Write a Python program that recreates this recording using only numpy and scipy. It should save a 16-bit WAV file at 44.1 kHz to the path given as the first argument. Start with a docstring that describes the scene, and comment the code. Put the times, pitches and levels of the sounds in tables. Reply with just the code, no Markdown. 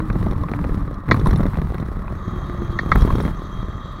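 """Electric scooter on asphalt

Heard beside the rear wheel. The road shakes the frame, which rumbles, knocks and ticks;
two rough patches make the suspension clack. The tyre hisses near 1 kHz and the hub motor
hums faintly. From halfway on the disc brake rubs lightly."""
import sys
import numpy as np
from scipy.fft import rfft, irfft, next_fast_len
from scipy.io import wavfile
from scipy.ndimage import uniform_filter1d, map_coordinates

SR = 44100
rng = np.random.default_rng(int(sys.argv[2]) if len(sys.argv) > 2 else 0)


def dump(signal):
    """Clip the signal to [-1, 1] and save it as 16-bit WAV at the path in sys.argv[1]."""
    limited = np.clip(np.atleast_2d(signal).T, -1, 1)
    pcm = np.round(limited * 32767).astype(np.int16)
    wavfile.write(sys.argv[1], SR, pcm)


N = 176400
HIT_SAMPLES = 4096
HIT_TIME_S = np.arange(HIT_SAMPLES) / SR

# Spectra of a loose part's knock, its thump and a fitting's tick. 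Each row: frequency in Hz, gain in dB.
KNOCK_SPECTRUM = [(200, -19.5), (600, -0.5), (1100, 10), (1600, -0.5), (2000, -2), (2450, -12.5),
                  (2950, -22), (3400, -23), (4200, -17), (5000, -63), (6200, -33), (7500, -40),
                  (15000, -29)]
THUMP_SPECTRUM = [(15, -26), (40, 2), (100, 0.5), (200, 5.5), (350, -1.5), (550, -9), (800, -16.5),
                  (2000, -43.5), (6000, -79)]
TICK_SPECTRUM = [(1500, -35), (2900, -6), (3500, 7.5), (4100, 4), (4900, -13.5), (5500, 1), (6400, -9),
                 (7500, -30), (10400, -10), (13000, -30)]


def amp(db):
    return 10 ** (np.asarray(db) / 20)


def unit_rms(x):
    return x / np.sqrt(np.mean(x ** 2) + 1e-20)


def unit_hit(x):
    """Scale to the energy of 10 ms at rms 1."""
    return x * np.sqrt(0.01 * SR / (np.sum(x ** 2) + 1e-20))


def decay(t60_s, hold_s=0):
    return amp(-60 * np.maximum(HIT_TIME_S - hold_s, 0) / t60_s)


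def gain_at(spectrum, hz):
    """Linear gain from (Hz, dB) rows, on a log frequency axis."""
    knots_hz, db = np.transpose(spectrum)
    return amp(np.interp(np.log(hz + 1), np.log(knots_hz + 1), db))


def curves(rows):
    """One per-sample curve for each column after the time."""
    times_s, *columns = np.transpose(rows)
    return [np.interp(np.arange(N) / SR, times_s, column) for column in columns]


def wobble(rate_hz):
    """Smooth random curve with knots at rate_hz."""
    knots = rng.standard_normal(int(N * rate_hz / SR) + 4)
    return map_coordinates(knots, [np.arange(N) * rate_hz / SR])


def filtered(x, response):
    size = next_fast_len(N + SR // 2)
    return irfft(rfft(x, size) * response(np.fft.rfftfreq(size, 1 / SR)), size)[:N]


def noise(spectrum):
    return unit_rms(filtered(rng.standard_normal(N), lambda hz: gain_at(spectrum, hz)))


def noise_band(centre_hz, width_hz):
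    """Narrow noise of rms 1; the centre may move."""
    lowpass = lambda hz: 1 / (1 + (2 * hz / width_hz) ** 2)
    a, b = (filtered(rng.standard_normal(N), lowpass) for _ in range(2))
    phase = 2 * np.pi * np.cumsum(centre_hz * np.ones(N)) / SR
    return unit_rms(a * np.cos(phase) + b * np.sin(phase))


def contact(spectrum, t60_s, grit):
    """Impulse with a gritty tail, through a minimum-phase filter."""
    force = grit * unit_hit(rng.standard_normal(HIT_SAMPLES) * decay(t60_s))
    force[0] -= np.sqrt(0.01 * SR)
    cepstrum = irfft(np.log(gain_at(spectrum, np.fft.rfftfreq(HIT_SAMPLES, 1 / SR))))
    cepstrum[1:HIT_SAMPLES // 2] *= 2
    cepstrum[HIT_SAMPLES // 2 + 1:] = 0
    return unit_hit(irfft(rfft(force) * np.exp(rfft(cepstrum))))


def ping(spectrum, t60_s, count):
    """Small metal part ringing in count random modes under the spectrum."""
    place, phase = rng.uniform(0, 1, (2, count))
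    hz = np.interp(np.arange(count) + place, [0, count], [spectrum[0][0], spectrum[-1][0]])
    modes = np.sin(2 * np.pi * (hz[:, None] * HIT_TIME_S + phase[:, None]))
    attack = np.minimum(HIT_TIME_S / 0.0005, 1)
    return unit_hit(gain_at(spectrum, hz) @ modes * decay(t60_s) * attack)


def add(track, start_s, sound):
    i = int(np.clip(round(start_s * SR), 0, N))
    track[i:i + len(sound)] += sound[:N - i]


def frame_rumble(shake_db, turns):
    """The road shakes the frame: rumble swelling once a turn, plus wheel harmonics."""
    # Each row: frequency in Hz, gain in dB.
    spectrum = [(12, -38), (20, 1.5), (30, 5), (55, 1), (120, 0.5), (200, -3.5), (260, -19.5), (350, -20.5),
                (520, -26), (700, -32.5), (900, -26.5), (1200, -74), (2000, -100)]
    # Each row: multiple of the wheel rate, level in dB re the shake.
    harmonics = [(2, -10), (3, -13.5), (4, -18), (5, -21.5)]
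    throb_db = 3.5 * np.cos(2 * np.pi * turns)
    out = amp(-2) * noise(spectrum) * unit_rms(amp(throb_db + 1.67 * wobble(45)))
    for multiple, db in harmonics:
        sway = np.sin(2 * np.pi * multiple * turns + 0.5 * wobble(7.8))
        out += amp(db) * unit_rms(sway * amp(4.8 * wobble(13)))
    return amp(shake_db) * out


def suspension_clacks():
    """The suspension hits its stop: metal chatters for a few ms, then the frame rings out."""
    # Each row: start in seconds, level in dB, main ring in Hz, ring in dB re the frame,
    # chatter in seconds, mode tilt in dB per octave, crash in dB re the frame.
    strikes = [(1.1117, -9.5, 1166, -7.5, 0.0049, -1, -19), (2.789, -23, 1860, 5.5, 0.0045, 3, -15),
               (2.917, -12.5, 1254, -2, 0.0056, -1.5, -24.5)]
    # Each row: frequency in Hz, relative level in dB, T60 in seconds.
    frame_modes = [(614, -8.5, 0.037), (1089, 4.5, 0.035), (1304, 4.5, 0.028), (1607, 3.5, 0.016),
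                   (1867, 0, 0.047), (2050, 5, 0.018), (2232, -8.5, 0.071), (3440, -13.5, 0.035),
                   (4170, -33, 0.044), (4210, -29, 0.05), (4670, -34, 0.085)]
    # Gritty metal contact. Each row: frequency in Hz, gain in dB.
    crash_spectrum = [(2500, -32), (3400, -1), (4400, 3.5), (5100, -8), (6700, -13), (7500, -34),
                      (10000, -46)]
    out = np.zeros(N)
    attack = 1 - np.exp(-HIT_TIME_S / 0.0012)
    for start_s, db, ring_hz, ring_db, chatter_s, tilt_db, crash_db in strikes:
        frame = np.zeros(HIT_SAMPLES)
        for hz, mode_db, t60_s in frame_modes:
            drift_rad = rng.uniform(0, 2 * np.pi) + np.cumsum(rng.normal(0, 0.069, HIT_SAMPLES))
            mode = np.sin(2 * np.pi * hz * HIT_TIME_S + uniform_filter1d(drift_rad, size=40))
            frame += amp(mode_db + tilt_db * np.log2(hz)) * attack * decay(t60_s, chatter_s) * mode
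        ring = unit_hit(attack * decay(0.021, chatter_s) * np.sin(2 * np.pi * ring_hz * HIT_TIME_S))
        crash = contact(crash_spectrum, t60_s=0.088, grit=1.2)
        add(out, start_s, amp(db) * (unit_hit(frame) + amp(ring_db) * ring + amp(crash_db) * crash))
    return out


def knocks():
    """Loose parts knock at the bumps, each with a low thump."""
    # Each row: start in seconds, relative level in dB, thump boost in dB.
    hits = [(.003, -21.5, 10), (0.157, -31, 22), (0.2671, -30.5, 22), (.324, -33.5, 22.5),
            (0.694, -33, 21.5), (1.089, -22.5, 9.5), (1.102, -30.5, 22.5), (1.1177, -21.5, 19.5),
            (1.144, -15, 11), (1.173, -27.5, 18.5), (1.261, -24.5, 0), (1.27, -19, 14), (1.309, -23, 3),
            (1.331, -21, 7), (1.396, -29, 15.5), (1.405, -24.5, 20), (1.4311, -25.5, 15),
            (1.455, -26.5, 20), (1.5337, -26, 5.5), (1.5866, -27, 11.5), (1.6946, -34.5, 9),
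            (1.7449, -27.5, 10.5), (1.7993, -30.5, 18), (1.826, -32, 20.5), (2.62, -30, 18),
            (2.9577, -13, 8), (3.0202, -21.5, 4), (3.0496, -27.5, 23), (3.076, -24, 15.5),
            (3.1074, -24, 5.5), (3.153, -22.5, 15), (3.2023, -22.5, 14), (3.252, -25, 17.5),
            (3.279, -24.5, 12)]
    out = np.zeros(N)
    for start_s, db, boost_db in hits:
        add(out, start_s, amp(db - 7.5) * contact(KNOCK_SPECTRUM, t60_s=0.021, grit=1.0))
        add(out, start_s, amp(db + boost_db - 10) * contact(THUMP_SPECTRUM, t60_s=0.032, grit=0.76))
    return out


def claps():
    """A hard, light part, likely the mudguard, claps against its stay."""
    # Each row: start in seconds, relative level in dB.
    hits = [(0.1017, -23), (.486, -28.5), (.537, -22.5), (0.5895, -27.5), (0.642, -26), (1.556, -30.5),
            (2.08, -31)]
    # Each row: frequency in Hz, gain in dB.
    spectrum = [(100, -11), (700, 5.5), (1400, 5.5), (1950, -2), (2450, -3.5), (3000, -22), (4100, -23),
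                (7000, -46)]
    out = np.zeros(N)
    for start_s, db in hits:
        add(out, start_s, amp(db - 5) * contact(spectrum, t60_s=0.018, grit=2.8))
    return out


def wheel_rattle(shake_db, turns):
    """Loose parts bounce lightly twice a turn, louder with the shake up to a cap."""
    cap_db, limp_db, scatter_db, jitter_s = -17, 0.5, 3.5, 0.003
    out = np.zeros(N)
    bounces = np.flatnonzero(np.diff(np.floor(2 * turns)) > 0)
    for k, i in enumerate(bounces):
        start_s = i / SR + rng.normal(0, jitter_s)
        db = min(shake_db[i], cap_db) - 18 + limp_db * (-1) ** k + rng.normal(0, scatter_db)
        knock = amp(-3.5) * contact(KNOCK_SPECTRUM, t60_s=0.014, grit=1.5)
        thump = amp(10) * contact(THUMP_SPECTRUM, t60_s=0.023, grit=2.3)
        tick = amp(-20) * contact(TICK_SPECTRUM, t60_s=0.022, grit=1.0)
        add(out, start_s, amp(db) * (knock + thump + tick))
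    return out


def tyre():
    """Tread noise, strongest just over 1 kHz, where stones and seams also ring the casing."""
    # Each row: time in seconds, level in dB.
    tread_levels = [(0, -41), (1.3, -41.5), (1.7, -45), (2.3, -38), (3.1, -38), (3.4, -40.5), (4, -39.5)]
    # Each row: frequency in Hz, gain in dB.
    spectrum = [(180, -68), (300, -8), (318, -25), (360, -6.5), (472, -32.5), (550, -10.5), (756, -19.5),
                (981, -17.5), (1030, -7), (1220, -3), (1460, -18.5), (1540, -20), (1940, -18.5),
                (2200, -32.5), (3000, -47), (6600, -120)]
    # Each row: start in seconds, level in dB, pitch in Hz.
    casing_hits = [(.435, -29.5, 1044), (1.26, -21, 1024), (3.088, -28.5, 1040), (3.102, -25.5, 1100)]
    tread_db, = curves(tread_levels)
    out = noise(spectrum) * amp(tread_db + 0.28 * wobble(30))
    envelope = (1 - np.exp(-HIT_TIME_S / 0.0021)) * decay(t60_s=0.028)
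    for start_s, db, hz in casing_hits:
        add(out, start_s, amp(db) * unit_hit(np.sin(2 * np.pi * hz * HIT_TIME_S) * envelope))
    return out


def hub_motor():
    """Faint, rough hum in two stretches of falling pitch."""
    # One list per stretch. Each row: time in seconds, pitch in Hz, level in dB.
    stretches = [
        [(0, 318, -39.5), (.3, 294.3, -37.5), (.7, 288.9, -34), (1.0, 287.4, -42), (1.1, 290, -115)],
        [(2.05, 383, -55.5), (2.35, 369.2, -40), (2.6, 350.1, -40), (2.85, 333.2, -40), (3.2, 320, -42)],
    ]
    out, t = np.zeros(N), np.arange(N) / SR
    for rows in stretches:
        hz, db = curves(rows)
        gate = (t >= rows[0][0]) & (t < rows[-1][0])
        out += noise_band(hz, width_hz=21) * amp(db) * gate
    return out


def frame_clatter(shake_db):
    """Continuous loose clatter and fizz, growing with the shake."""
    # Each row: frequency in Hz, gain in dB.
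    fizz_spectrum = [(500, 1), (1100, 16.5), (2000, 1), (4000, 0), (5000, -3.5), (6000, -8.5),
                     (10300, -6.5), (15500, -10)]
    excess_db = shake_db - shake_db.mean()
    clatter = noise(KNOCK_SPECTRUM) * amp(-47.5 + 0.82 * excess_db + 3.1 * wobble(160))
    fizz = noise(fizz_spectrum) * amp(-54 + 0.88 * excess_db + 1.76 * wobble(90) + 1.7 * wobble(35))
    return clatter + fizz


def fittings():
    """Small metal fittings tick and, higher up, tinkle."""
    # Each row: start in seconds, relative level in dB.
    ticks = [(0.1278, -40), (0.3106, -35.5), (0.9417, -41.5), (1.1969, -32.5), (1.257, -33), (1.2694, -30),
             (1.3097, -33), (1.3595, -29.5), (1.43, -41), (1.7998, -39), (3.009, -30), (3.021, -29),
             (3.1554, -30.5), (3.2053, -30)]
    tinkles = [(1.256, -51), (1.271, -40.5), (1.374, -46.5), (3.225, -48)]
    # Each row: frequency in Hz, gain in dB.
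    tinkle_spectrum = [(7500, -25), (8900, -6), (9600, -12), (10400, 1), (11000, -13), (11800, -26)]
    out = np.zeros(N)
    for start_s, db in ticks:
        add(out, start_s, amp(db - 12.5) * ping(TICK_SPECTRUM, t60_s=0.033, count=26))
    for start_s, db in tinkles:
        add(out, start_s, amp(db - 3.5) * ping(tinkle_spectrum, t60_s=0.042, count=9))
    return out


def disc_brake(turns):
    """The pad rubs, swelling once a turn; the disc rings and sings thinly under a wavering hiss."""
    # Each row: time in seconds, level in dB.
    rub_levels = [(2.05, -70), (2.2, -61.5), (2.4, -58), (2.9, -55.5), (3.4, -57.5), (4, -55)]
    sing_levels = [(2.1, -96), (2.24, -68), (2.37, -56), (2.46, -60), (2.85, -56.5), (3.04, -50.5),
                   (3.34, -58), (3.46, -64), (3.53, -48), (3.62, -57), (4, -58.5)]
    # Each row: frequency in Hz, width in Hz, gain in dB.
    disc_modes = [(3350, 66, -4.5), (3760, 160, -6), (3860, 210, -19), (4450, 75, -13.5)]
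    # Each row: time in seconds, level in dB, centre in Hz, upper band in dB re the main band.
    hiss_track = [(2.08, -88, 6360, -18), (2.16, -68, 6360, -23), (2.7, -64.5, 6330, -27),
                  (3.3, -66, 6210, -20), (3.52, -64, 6174, -17), (3.75, -68.5, 6120, -7),
                  (4, -70, 6150, -7)]
    rub_db, = curves(rub_levels)
    sing_db, = curves(sing_levels)
    hiss_db, hiss_hz, upper_db = curves(hiss_track)
    disc = lambda f: sum(amp(db) / (1 + (2 * (f - hz) / width_hz) ** 2) ** 0.57
                         for hz, width_hz, db in disc_modes)
    swell_db = 1.5 * np.sin(2 * np.pi * turns)
    rub = unit_rms(filtered(rng.standard_normal(N), disc)) * amp(rub_db + swell_db + 1.9 * wobble(19))
    sing = noise_band(3240, width_hz=31) * amp(sing_db)
    waver = 1 + 0.0031 * wobble(16)
    hiss = noise_band(hiss_hz * waver, width_hz=800)
    hiss += amp(upper_db) * noise_band(7360 * waver, width_hz=400)
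    return rub + sing + hiss * amp(hiss_db + 2.2 * wobble(40))


def scene():
    # Road shaking the frame. Each row: time in seconds, level in dB.
    shake_levels = [(0, -24.5), (.17, -18.5), (.5, -22.5), (.66, -18.5), (1.05, -31.5), (1.11, -14.5),
                    (1.23, -17), (1.29, -11.5), (1.42, -16.5), (1.54, -20.5), (2.15, -26), (2.83, -23.5),
                    (2.99, -11), (3.05, -15), (3.3, -15.5), (3.35, -25.5), (4, -31)]
    shake_db, = curves(shake_levels)
    wheel_hz = 19.3 * (1 + 0.025 * wobble(5))
    turns = np.cumsum(wheel_hz) / SR
    frame = frame_rumble(shake_db, turns) + frame_clatter(shake_db)
    wheel = tyre() + hub_motor() + disc_brake(turns)
    impacts = suspension_clacks() + knocks() + claps() + fittings() + wheel_rattle(shake_db, turns)
    return (frame + wheel + impacts)[None]


def record(dry):
    """Round off the highest peaks, then cut above 15.8 kHz."""
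    rounded = dry[0] / (1 + np.abs(dry[0]) ** 8) ** (1 / 8)
    return filtered(rounded, lambda hz: hz < 15800)[None]


dry = scene()
out = record(dry)
dump(out)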